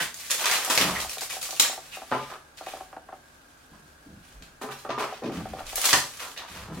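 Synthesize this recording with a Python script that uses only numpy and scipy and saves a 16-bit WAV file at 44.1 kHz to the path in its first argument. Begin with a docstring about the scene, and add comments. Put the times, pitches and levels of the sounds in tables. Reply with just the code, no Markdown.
"""A brittle dried fish is torn apart by hand over a plastic board in a bare kitchen.
Its fibres fail in avalanches of tiny fractures, its bones snap and its skin creaks by stick-slip
friction, all ringing the stiff body. Knocks and drags excite the modes of the board; jolts thud in
the table. The room reverberates, and a camera's focus drive ticks softly near the microphones."""
import sys
import numpy as np
from scipy import signal
from scipy.fft import rfft, irfft
from scipy.io import wavfile
from scipy.ndimage import uniform_filter1d

SR = 44100
rng = np.random.default_rng(int(sys.argv[2]) if len(sys.argv) > 2 else 0)


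def generate_wav(sig):
    """Save sig (samples, or channels by samples) to the path in sys.argv[1] as 16-bit PCM at SR."""
    pcm = np.round(np.clip(np.atleast_2d(sig).T, -1, 1) * 32767).astype(np.int16)
    wavfile.write(sys.argv[1], SR, pcm)


N = 299880
TIME = np.arange(N) / SR
LEFT_RIGHT = np.array([[1], [-1]])

# Bones and skin snapping. Each row: start in seconds, relative level in dB, centre frequency in Hz.
BREAKS = [(0.143, -38, 5560), (0.3075, -24, 5100), (0.3145, -23, 4630), (0.457, -23.5, 3150),
          (0.513, -25, 3380), (0.648, -28.5, 5900.0), (0.6997, -34, 3700.0), (0.7522, -28, 6250),
          (0.7762, -18.5, 2200), (0.783, -24, 2800), (0.812, -23, 3080), (1.002, -31.5, 3270),
          (1.095, -33, 4800), (1.183, -34.5, 4700), (1.209, -32, 5400), (1.3, -38, 4200.0),
          (1.428, -31, 5500.0), (1.508, -32.5, 5000.0), (1.5972, -15.5, 4380), (1.5992, -16, 4200),
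          (1.601, -20, 3900), (1.606, -22, 4900), (2.573, -51, 4260), (2.586, -48, 3300.0),
          (2.683, -53, 2500.0), (4.423, -48, 2520), (5.667, -46, 3800.0), (5.757, -25.5, 9100),
          (5.815, -27, 5760), (5.8549, -19.5, 6000), (5.8583, -23.5, 6260), (5.9082, -24, 3800.0),
          (5.9303, -15, 2920), (5.935, -23, 2020), (5.9384, -22.5, 2000), (6.376, -40, 2600)]


def undb(db):
    """Amplitude ratio of a level in decibels."""
    return 10 ** (np.asarray(db) / 20)


def unit(x):
    """Normalisation to an rms of 1."""
    return x / np.sqrt(np.mean(x ** 2))


def burst(x, db):
    """Equivalent level: x gets the energy of 10 ms of sound at db."""
    return x * undb(db) * np.sqrt(SR / 100 / np.sum(x ** 2))


def add(out, start_s, x):
    """Superposition of x on out from start_s."""
    i = min(max(int(start_s * SR), 0), N - 1)
    out[i:i + len(x)] += x[:N - i]


def at(points, hz):
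    """Interpolation of (Hz, value) points on a log-frequency axis."""
    f, value = np.transpose(points)
    return np.interp(np.log(np.maximum(hz, 1)), np.log(f), value)


def ring(x, response):
    """Convolution with an impulse response."""
    return signal.fftconvolve(x, response)[:len(x)]


def highpass(x, hz=3200, order=1):
    """Butterworth high-pass filter."""
    return signal.sosfilt(signal.butter(order, hz, "high", fs=SR, output="sos"), x)


def band(x, hz, q):
    """Two-pole resonance with unit gain at its centre."""
    w = 2 * np.pi * min(hz, SR * .45) / SR
    a = np.sin(w) / (2 * q)
    return signal.lfilter([a, 0, -a], [1 + a, -2 * np.cos(w), 1 - a], x)


def colour(points, size=4096):
    """Minimum-phase impulse response of unit energy with the given (Hz, dB) spectrum."""
    cepstrum = irfft(np.log(undb(at(points, np.fft.rfftfreq(size, 1 / SR)))))
    cepstrum[1:size // 2] *= 2
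    cepstrum[size // 2 + 1:] = 0
    return unit(irfft(np.exp(rfft(cepstrum)))) / np.sqrt(size)


def modes(rows, click, size=16384):
    """Modal impulse response of unit energy: a contact click plus damped sinusoids."""
    t = np.arange(size) / SR
    response = sum(undb(db - 60 * t / t60) * np.cos(2 * np.pi * hz * t) for hz, db, t60 in rows)
    response[0] += click
    return unit(response) / np.sqrt(size)


def clicks(rate, spread_db, even_s):
    """Poisson impulses of random size, their power held near 1 over even_s."""
    chance, size, sign = rng.random(N), rng.standard_exponential(N), rng.choice([-1, 1], N)
    x = (chance < rate / SR) * sign * undb(spread_db * np.minimum(size, 3.2))
    return x / np.sqrt(np.abs(uniform_filter1d(x ** 2, int(even_s * SR))) + 1e-6)


def wander(rate_hz):
    """Random modulation with an rms of 1."""
    knots = rng.standard_normal(N // 50)
    return unit(np.interp(TIME * rate_hz, np.arange(len(knots)), knots))


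def strokes(rows, attack_s, release_s, share=1):
    """Incoherent sum of envelopes that rise, hold and decay, each giving a share of its power."""
    power = np.zeros(N)
    for (start, length, db, *_), part in zip(rows, np.ones(len(rows)) * share):
        t = np.arange(int((length + 10 * release_s) * SR)) / SR
        envelope = np.minimum(t / attack_s, 1) * np.exp(-np.maximum(t - length, 0) / release_s)
        add(power, start, np.clip(part, 0, 1) * (undb(db) * envelope) ** 2)
    return np.sqrt(power)


def background(whir_hz=1625, whir_db=-69):
    """Broadband noise gives room rumble and microphone hiss; narrowband noise, a small motor's whir."""
    # Noise floor. Each row: frequency in Hz, relative level in dB.
    spectrum = [(13, -60), (22, -5.5), (80, 0), (109, -9), (165, -2), (205, -20), (236, -3), (337, -9),
                (910, -11), (988, -14.5), (1130, -14), (1620, -7.5), (1810, -20), (3320, -26),
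                (16000, -39.5)]
    mid, side = (ring(rng.standard_normal(N), colour(spectrum)) for _ in range(2))
    floor = mid + 1.45 * highpass(side, 900) * LEFT_RIGHT
    whir = unit(band(band(rng.standard_normal(N), whir_hz, q=13), whir_hz, q=13))
    return undb(-58 + 0.097 * wander(7.6)) * floor + undb(whir_db) * whir


def kitchen(x, wet_db, coherent_hz=2400, onset_s=0.0021, scatter_s=0.0015, size=24000):
    """Diffuse reverberation: closely spaced microphones hear its bass alike and its treble apart."""
    # Decay of the room. Each row: frequency in Hz, 60 dB decay time in seconds.
    decay_times = [(100, 0.36), (400, 0.39), (1200, 0.3), (3000, 0.3), (6000, 0.36), (14000, 0.3)]
    t, f = np.arange(size) / SR, np.fft.rfftfreq(size, 1 / SR)
    mid, side = rfft(rng.standard_normal((2, size)))
    coherence = 0.91 / (1 + (f / coherent_hz) ** 2)
    spectra = np.sqrt(1 + coherence) * mid + np.sqrt(1 - coherence) * side * LEFT_RIGHT
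    centres = np.geomspace(100, 16000, 6)
    tail = 0
    for hz, pick in zip(centres, np.eye(len(centres))):
        band_noise = irfft(spectra * at(np.c_[centres, pick], f), size)
        tail += band_noise * undb(-60 * t / at(decay_times, hz))
    tail = unit(tail * np.clip(t / onset_s - .3, 0, 1)) * undb(wet_db)
    # short waves scatter off the camera body on their way to each microphone
    scatter = unit(rng.standard_normal(size) * np.exp(-t / scatter_s))
    responses = (tail + 0.73 * highpass(scatter) * LEFT_RIGHT) / np.sqrt(size)
    return np.array([ring(x, response) for response in responses])


def reflections(x, wet_db, spots, hop_hz):
    """Reflections depend on source position: x crossfades from spot to spot at constant power."""
    offsets = ((TIME * hop_hz - k + spots / 2) % spots - spots / 2 for k in range(spots))
    return sum(kitchen(x * np.cos(np.pi / 2 * np.clip(d, -1, 1)), wet_db) for d in offsets)


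def focus_drive(tick_hz=1120, stop_hz=700, stop_s=0.0016, rebound=.42, rebound_s=0.012, size=3000):
    """Impact and rebound: the lens ticks, knocks on its stop, bounces twice and rings its barrel."""
    # Lens steps. Each row: start in seconds, relative level of the knock in dB.
    steps = [(0.405, -38), (0.674, -33.5), (1.045, -34.5), (1.169, -38.5), (1.217, -37.5), (1.329, -45),
             (1.365, -36.5), (1.489, -43), (1.526, -37), (1.695, -34.5), (1.728, -40), (1.776, -37),
             (1.969, -38.5), (2.018, -35.5), (2.321, -41), (2.356, -49), (2.608, -37.5), (2.667, -33.5),
             (2.735, -33.5), (2.769, -44), (2.806, -36), (2.929, -43), (2.966, -35.5), (3.088, -42.5),
             (3.125, -36), (4.849, -35), (4.892, -29.5), (5.123, -33), (5.296, -38), (5.407, -43),
             (5.454, -33.5), (5.534, -32.5), (5.568, -42), (5.604, -35), (5.728, -37), (5.777, -36.5)]
    out, t = np.zeros(N), np.arange(size) / SR
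    for start, db in steps:
        kick = 0.08 * rng.standard_normal(size) * np.exp(-t / 0.013)
        kick[0] += 1
        tick = band(band(kick, tick_hz, q=1.65), tick_hz, q=1.4)
        pitch = stop_hz * (1 + 0.034 * rng.standard_normal())
        knock = np.exp(-((t - .0045) / stop_s) ** 2) * np.sin(2 * np.pi * pitch * t)
        barrel = band(knock, hz=765, q=31)
        bounces = sum(rebound ** k * np.roll(knock, int(k * rebound_s * SR)) for k in range(3))
        housing = np.roll(band(band(kick, 393, q=1.6), 393, q=1.6), int(0.0029 * SR))
        impact = burst(bounces, db - 3) + burst(barrel, db - 8.5) + burst(housing, db - 11.5)
        add(out, start, burst(tick, -44) + impact)
    return out


def table_thuds(gain_db=-3, width_octaves=0.79, sag_octaves_per_s=4.3):
    """Structure-borne sound: bumps pass into the table top; each thud deepens as the push settles."""
    # Pushes of hands and fish. 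Each row: start and length in seconds, relative level in dB,
    # initial centre frequency in Hz.
    jolts = [(0, .025, -42.5, 206), (0.799, 0.062, -27.5, 215), (0.902, 0.084, -39.5, 151),
             (3.713, 0.037, -48.5, 163), (3.82, 0.02, -55, 142), (4.056, 0.12, -44, 175),
             (4.335, .06, -48.5, 34), (4.412, .05, -51.5, 130), (5.216, .03, -30.5, 420),
             (5.25, 0.067, -29, 260), (5.366, 0.053, -34, 163), (5.497, 0.051, -40, 142),
             (5.618, 0.14, -47.5, 37), (6.494, 0.27, -45, 159), (6.682, 0.018, -31, 170),
             (6.765, 0.15, -36, 179)]
    starts, _, _, hz = np.transpose(jolts)
    latest = np.maximum(np.searchsorted(starts, TIME) - 1, 0)
    centre_octave = np.log2(hz[latest]) - sag_octaves_per_s * (TIME - starts[latest])
    bumps = clicks(rate=290, spread_db=3.5, even_s=0.012)
    out, power = 0, 0
    for k, f in enumerate(np.geomspace(32, 640, 10)):
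        weight = 1 / (1 + ((np.log2(f) - centre_octave) / width_octaves) ** 2) ** 2
        delayed = np.roll(bumps, k * k * 30)  # decorrelates the bands
        out += weight * unit(band(band(delayed, f, q=1.24), f, q=1.24))
        power += weight ** 2
    return undb(gain_db) * strokes(jolts, attack_s=0.0096, release_s=0.049) * out / np.sqrt(power)


def plastic_board(knock_db=-7, drag_db=-5, chatter_db=-21, chatter_s=0.018, size=2500):
    """Chattering impacts and stick-slip friction excite the modes of the plastic board."""
    # Board modes. Each row: frequency in Hz, relative level in dB, 60 dB decay time in seconds.
    board_modes = [(134, -14.5, 0.35), (212, -41, 0.17), (252, -12, 0.19), (415, -3, 0.11),
                   (571, -9.5, 0.13), (692, -5.5, 0.029), (792, -2, 0.064), (872, -13, 0.2),
                   (980, -10, 0.12), (1012, -5.5, 0.21), (1036, -8, 0.08), (1113, -5.5, 0.06),
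                   (1205, 1, 0.25), (1319, -7, 0.12), (1470, -9, 0.088), (1800, -14, .08),
                   (2060, -34, 0.054)]
    # Blows of fish and fingers. Each row: start in seconds, relative level in dB, cutoff in Hz.
    knocks = [(.7, -19.5, 1520), (.776, -21, 4000), (2.116, -16, 1370), (2.123, -12, 1360),
              (2.131, -17, 1300), (4.615, -24.5, 1070), (4.636, -22.5, 755), (4.689, -26.5, 1380),
              (4.85, -26.5, 1220), (4.893, -22, 790), (4.904, -18.5, 2780), (4.979, -18, 1100),
              (5.23, -25, 700), (5.931, -16.5, 2200), (5.9398, -26, 2200)]
    # The fish sliding. Each row: start and length in seconds, relative level in dB.
    drags = [(.41, 0.048, -33.5), (.52, 0.25, -38), (.695, 0.026, -25), (.8, 0.12, -29.5),
             (.93, 0.098, -36), (2.295, 0.045, -37), (3.725, 0.027, -51), (4.655, 0.071, -46),
             (4.99, 0.056, -26), (5.06, 0.035, -37), (5.315, 0.092, -41.5), (5.58, 0.019, -34.5),
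             (5.83, 0.11, -38), (5.928, 0.016, -22.5), (6.21, 0.081, -41), (6.39, 0.064, -41),
             (6.55, 0.23, -44.5)]
    blows, t = np.zeros(N), np.arange(size) / SR
    for start, db, hz in knocks:
        push = undb(chatter_db) * rng.standard_normal(size) * np.exp(-t / chatter_s)
        push[0] += 1
        soft_contact = signal.butter(2, hz, fs=SR, output="sos")
        add(blows, start, burst(signal.sosfilt(soft_contact, push), db + knock_db))
    free = highpass(modes(board_modes, click=49), 170, order=2)
    # the fish's weight damps the board
    pressed = modes([(hz, db, 0.18 * t60) for hz, db, t60 in board_modes], click=61)
    slips = band(clicks(rate=480, spread_db=-2.0, even_s=0.038), 840, q=0.87)
    drag_gain = undb(drag_db) * strokes(drags, attack_s=0.0094, release_s=0.0097)
    return 0.5 * ring(blows, free) + drag_gain * unit(ring(slips, pressed))


def creaking(slip_hz=420, q=5.5, gain_db=-4):
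    """Stick-slip friction in bent skin drives one narrow resonance with quick, uneven pulses."""
    # Each row: start and length in seconds, resonance in Hz, relative level in dB.
    creaks = [(0, 0.016, 1660, -25), (0.207, 0.082, 1960, -48), (0.949, 0.029, 2000, -30),
              (1.298, 0.034, 2410, -39), (1.561, 0.021, 2800, -44), (1.915, 0.043, 2630, -40.5),
              (2.573, .02, 4140, -47), (2.675, 0.022, 2780, -45), (6.373, 0.018, 3660, -36)]
    out = np.zeros(N)
    for start, length, hz, db in creaks:
        t = np.arange(int(length * SR)) / SR
        cycles = np.cumsum(slip_hz * (1 + .25 * wander(300)[:len(t)])) / SR
        slips = np.diff(np.floor(cycles), prepend=-1) + 0.094 * rng.standard_normal(len(t))
        swell = np.sqrt(np.sin(np.pi * t / length))
        add(out, start, undb(db + gain_db) * unit(band(slips, hz, q) * swell))
    return out


def snapping(run_s=0.002, run_db=-10, after_s=0.0059, after_db=-13, thump_hz=480, size=2000):
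    """Brittle fracture: a ragged break sets off smaller cracks; thick, low bones also jerk the body."""
    out, t = np.zeros(N), np.arange(size) / SR
    for start, db, hz in BREAKS:
        crack = undb(run_db) * rng.standard_normal(size) * np.exp(-t / run_s)
        aftercracks = (rng.random(size) < .06) * rng.standard_normal(size)
        crack += undb(after_db) * aftercracks * np.exp(-t / after_s)
        crack[0] += 1
        thump = burst(band(crack, thump_hz, q=0.32), db - 16) * (3000 / hz) ** 2
        add(out, start, burst(band(crack, hz, q=0.63), db - 0.5) + thump)
    return out


def crack_arrest_db(hold_db=-5, hold_s=0.0051, surge_db=1.0, surge_s=0.013):
    """Crack arrest: the tear stalls while a bone takes the strain and surges once it snaps."""
    snap_times = np.r_[-np.inf, np.sort(np.array(BREAKS)[:, 0]), np.inf]
    following = np.searchsorted(snap_times, TIME, side="right")
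    until, since = snap_times[following] - TIME, TIME - snap_times[following - 1]
    surge = np.exp(-since / surge_s)
    return surge_db * surge + hold_db * np.exp(-until / hold_s) * (1 - surge)


def tearing(gain_db=-2, grip_db=-65):
    """Acoustic emission: fibres fail in avalanches; thick flesh crunches and thin skin crackles."""
    # Fibres parting suddenly under a pull. Each row: start and length in seconds,
    # relative level in dB, share of skin against flesh from 0 to 1.
    rips = [(0, 0.026, -28.5, 0.3), (0.299, 0.047, -28.5, 0.46), (0.439, .03, -22.5, 0.13),
            (0.494, 0.074, -25.5, 0.23), (0.65, .05, -37.5, .7), (0.697, 0.028, -23, 0.4),
            (.735, .025, -28.5, 0.7), (0.799, 0.029, -22.5, 0.19), (0.998, 0.026, -32.5, 0.9),
            (1.083, 0.057, -37.5, 0.7), (1.213, 0.023, -34, 0.7), (1.292, 0.07, -36, 0.69),
            (1.412, 0.039, -34.5, 0.73), (1.624, 0.033, -27, 0), (1.716, .02, -41, 0.6),
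            (1.934, 0.021, -42.5, 0.5), (2.109, 0.13, -43.5, 0.11), (2.662, 0.066, -45, 0.25),
            (4.611, 0.015, -41.5, 0.4), (4.705, 0.019, -39, 0.17), (4.89, 0.022, -40.5, 0),
            (4.982, 0.026, -35.5, .15), (5.232, 0.028, -43, 0.04), (5.317, 0.056, -43, 0.16),
            (5.761, 0.23, -33, 0.7), (5.856, 0.022, -30, 0.87), (5.921, .02, -26, 0),
            (6.188, 0.048, -36, 0.27), (6.362, 0.027, -38, 0.05)]
    # Soft handling rustles, and straining tears that build before the fish gives way. Same columns.
    swells = [(0.15, 0.47, -42, 0.84), (0.371, 0.18, -30, 0.42), (0.578, 0.42, -35, 0.41),
              (1.438, .14, -40, 0.73), (1.79, 0.34, -50.5, 0.46), (2.26, 0.036, -44, 0.25),
              (2.558, 0.27, -50.5, 0.39), (4.221, .11, -55.5, 0.35), (4.4, 0.036, -54.5, 0.2),
              (4.76, 0.052, -48.5, 0.54), (5.088, 0.069, -45.5, 0.1), (5.367, 0.33, -50, 0.24),
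              (5.641, 0.12, -42.5, 0.58), (5.817, 0.079, -25, 0.47), (6.03, 0.28, -46.5, .6),
              (6.465, 0.15, -43.5, 0.2), (6.724, .08, -47, 0.34)]
    # Fracture spectra. Each row: frequency in Hz, relative level in dB.
    flesh_spectrum = [(100, -31), (250, -19), (500, -5), (1100, -1), (2200, 3), (3600, -1), (6000, -6.5),
                      (10000, -28), (16000, -42)]
    skin_spectrum = [(200, -39), (800, -43), (2000, 0), (4000, 1), (6000, 0), (9000, 0), (12500, -2.5),
                     (16000, -7.5)]

    def pull(rip_share, swell_share):
        """Rips, swells and the faint steady stir of the grip add in power."""
        sudden = strokes(rips, attack_s=0.0023, release_s=0.017, share=rip_share)
        gradual = strokes(swells, attack_s=0.019, release_s=0.033, share=swell_share)
        return np.sqrt(sudden ** 2 + gradual ** 2 + undb(grip_db) ** 2)

    fractures = clicks(rate=1300, spread_db=2.0, even_s=0.024)
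    crunches = clicks(rate=900, spread_db=4.5, even_s=0.027)
    flesh = ring(0.69 * fractures + 0.71 * crunches, colour(flesh_spectrum))
    # splinters of different lengths each ring briefly at their own pitch
    splinters = sum(unit(band(clicks(rate=350, spread_db=-1.5, even_s=0.023), hz, q=1.17))
                    for hz in (4000, 5260, 7300, 11100))
    skin = ring(0.92 * fractures + 0.35 * splinters, colour(skin_spectrum))
    rip_skin, swell_skin = np.array(rips)[:, 3], np.array(swells)[:, 3]
    fibres = pull(1 - rip_skin, 1 - swell_skin) * flesh + pull(rip_skin, swell_skin) * skin
    avalanche_db = 2.0 * wander(110) + crack_arrest_db()
    return undb(gain_db + avalanche_db) * fibres


def dried_fish():
    """Resonance: tears, snaps and creaks ring the stiff, dry body."""
    # Body modes. Each row: frequency in Hz, relative level in dB, 60 dB decay time in seconds.
    body_modes = [(1163, -24.5, 0.23), (1700, -32, 0.011), (2570, -29, 0.021), (3120, -39, 0.0084),
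                  (3380, -53, 0.018), (6600, -10.5, 0.0066)]
    return ring(tearing() + snapping() + creaking(), modes(body_modes, click=21))


def scene():
    """Superposition of direct sound, reverberation and background noise in stereo."""
    fish, board, thuds, lens = dried_fish(), plastic_board(), table_thuds(), focus_drive()
    direct = 1.05 * (fish + board + thuds) + lens
    direct -= .5 * highpass(direct)  # the camera body shades the treble
    room = reflections(fish, wet_db=0.3, spots=6, hop_hz=109.47)
    room += reflections(board + 0.43 * thuds + 0.36 * lens, wet_db=-0.5, spots=3, hop_hz=25.04)
    return direct + room + background()


def record(dry, ceiling=.8, top_hz=16050):
    """Soft saturation rounds the highest peaks; a steep low-pass limits the bandwidth."""
    lowpass = signal.ellip(10, .2, 70, top_hz, fs=SR, output="sos")
    return signal.sosfilt(lowpass, ceiling * np.tanh(dry / ceiling))


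dry = scene()
out = record(dry)
generate_wav(out)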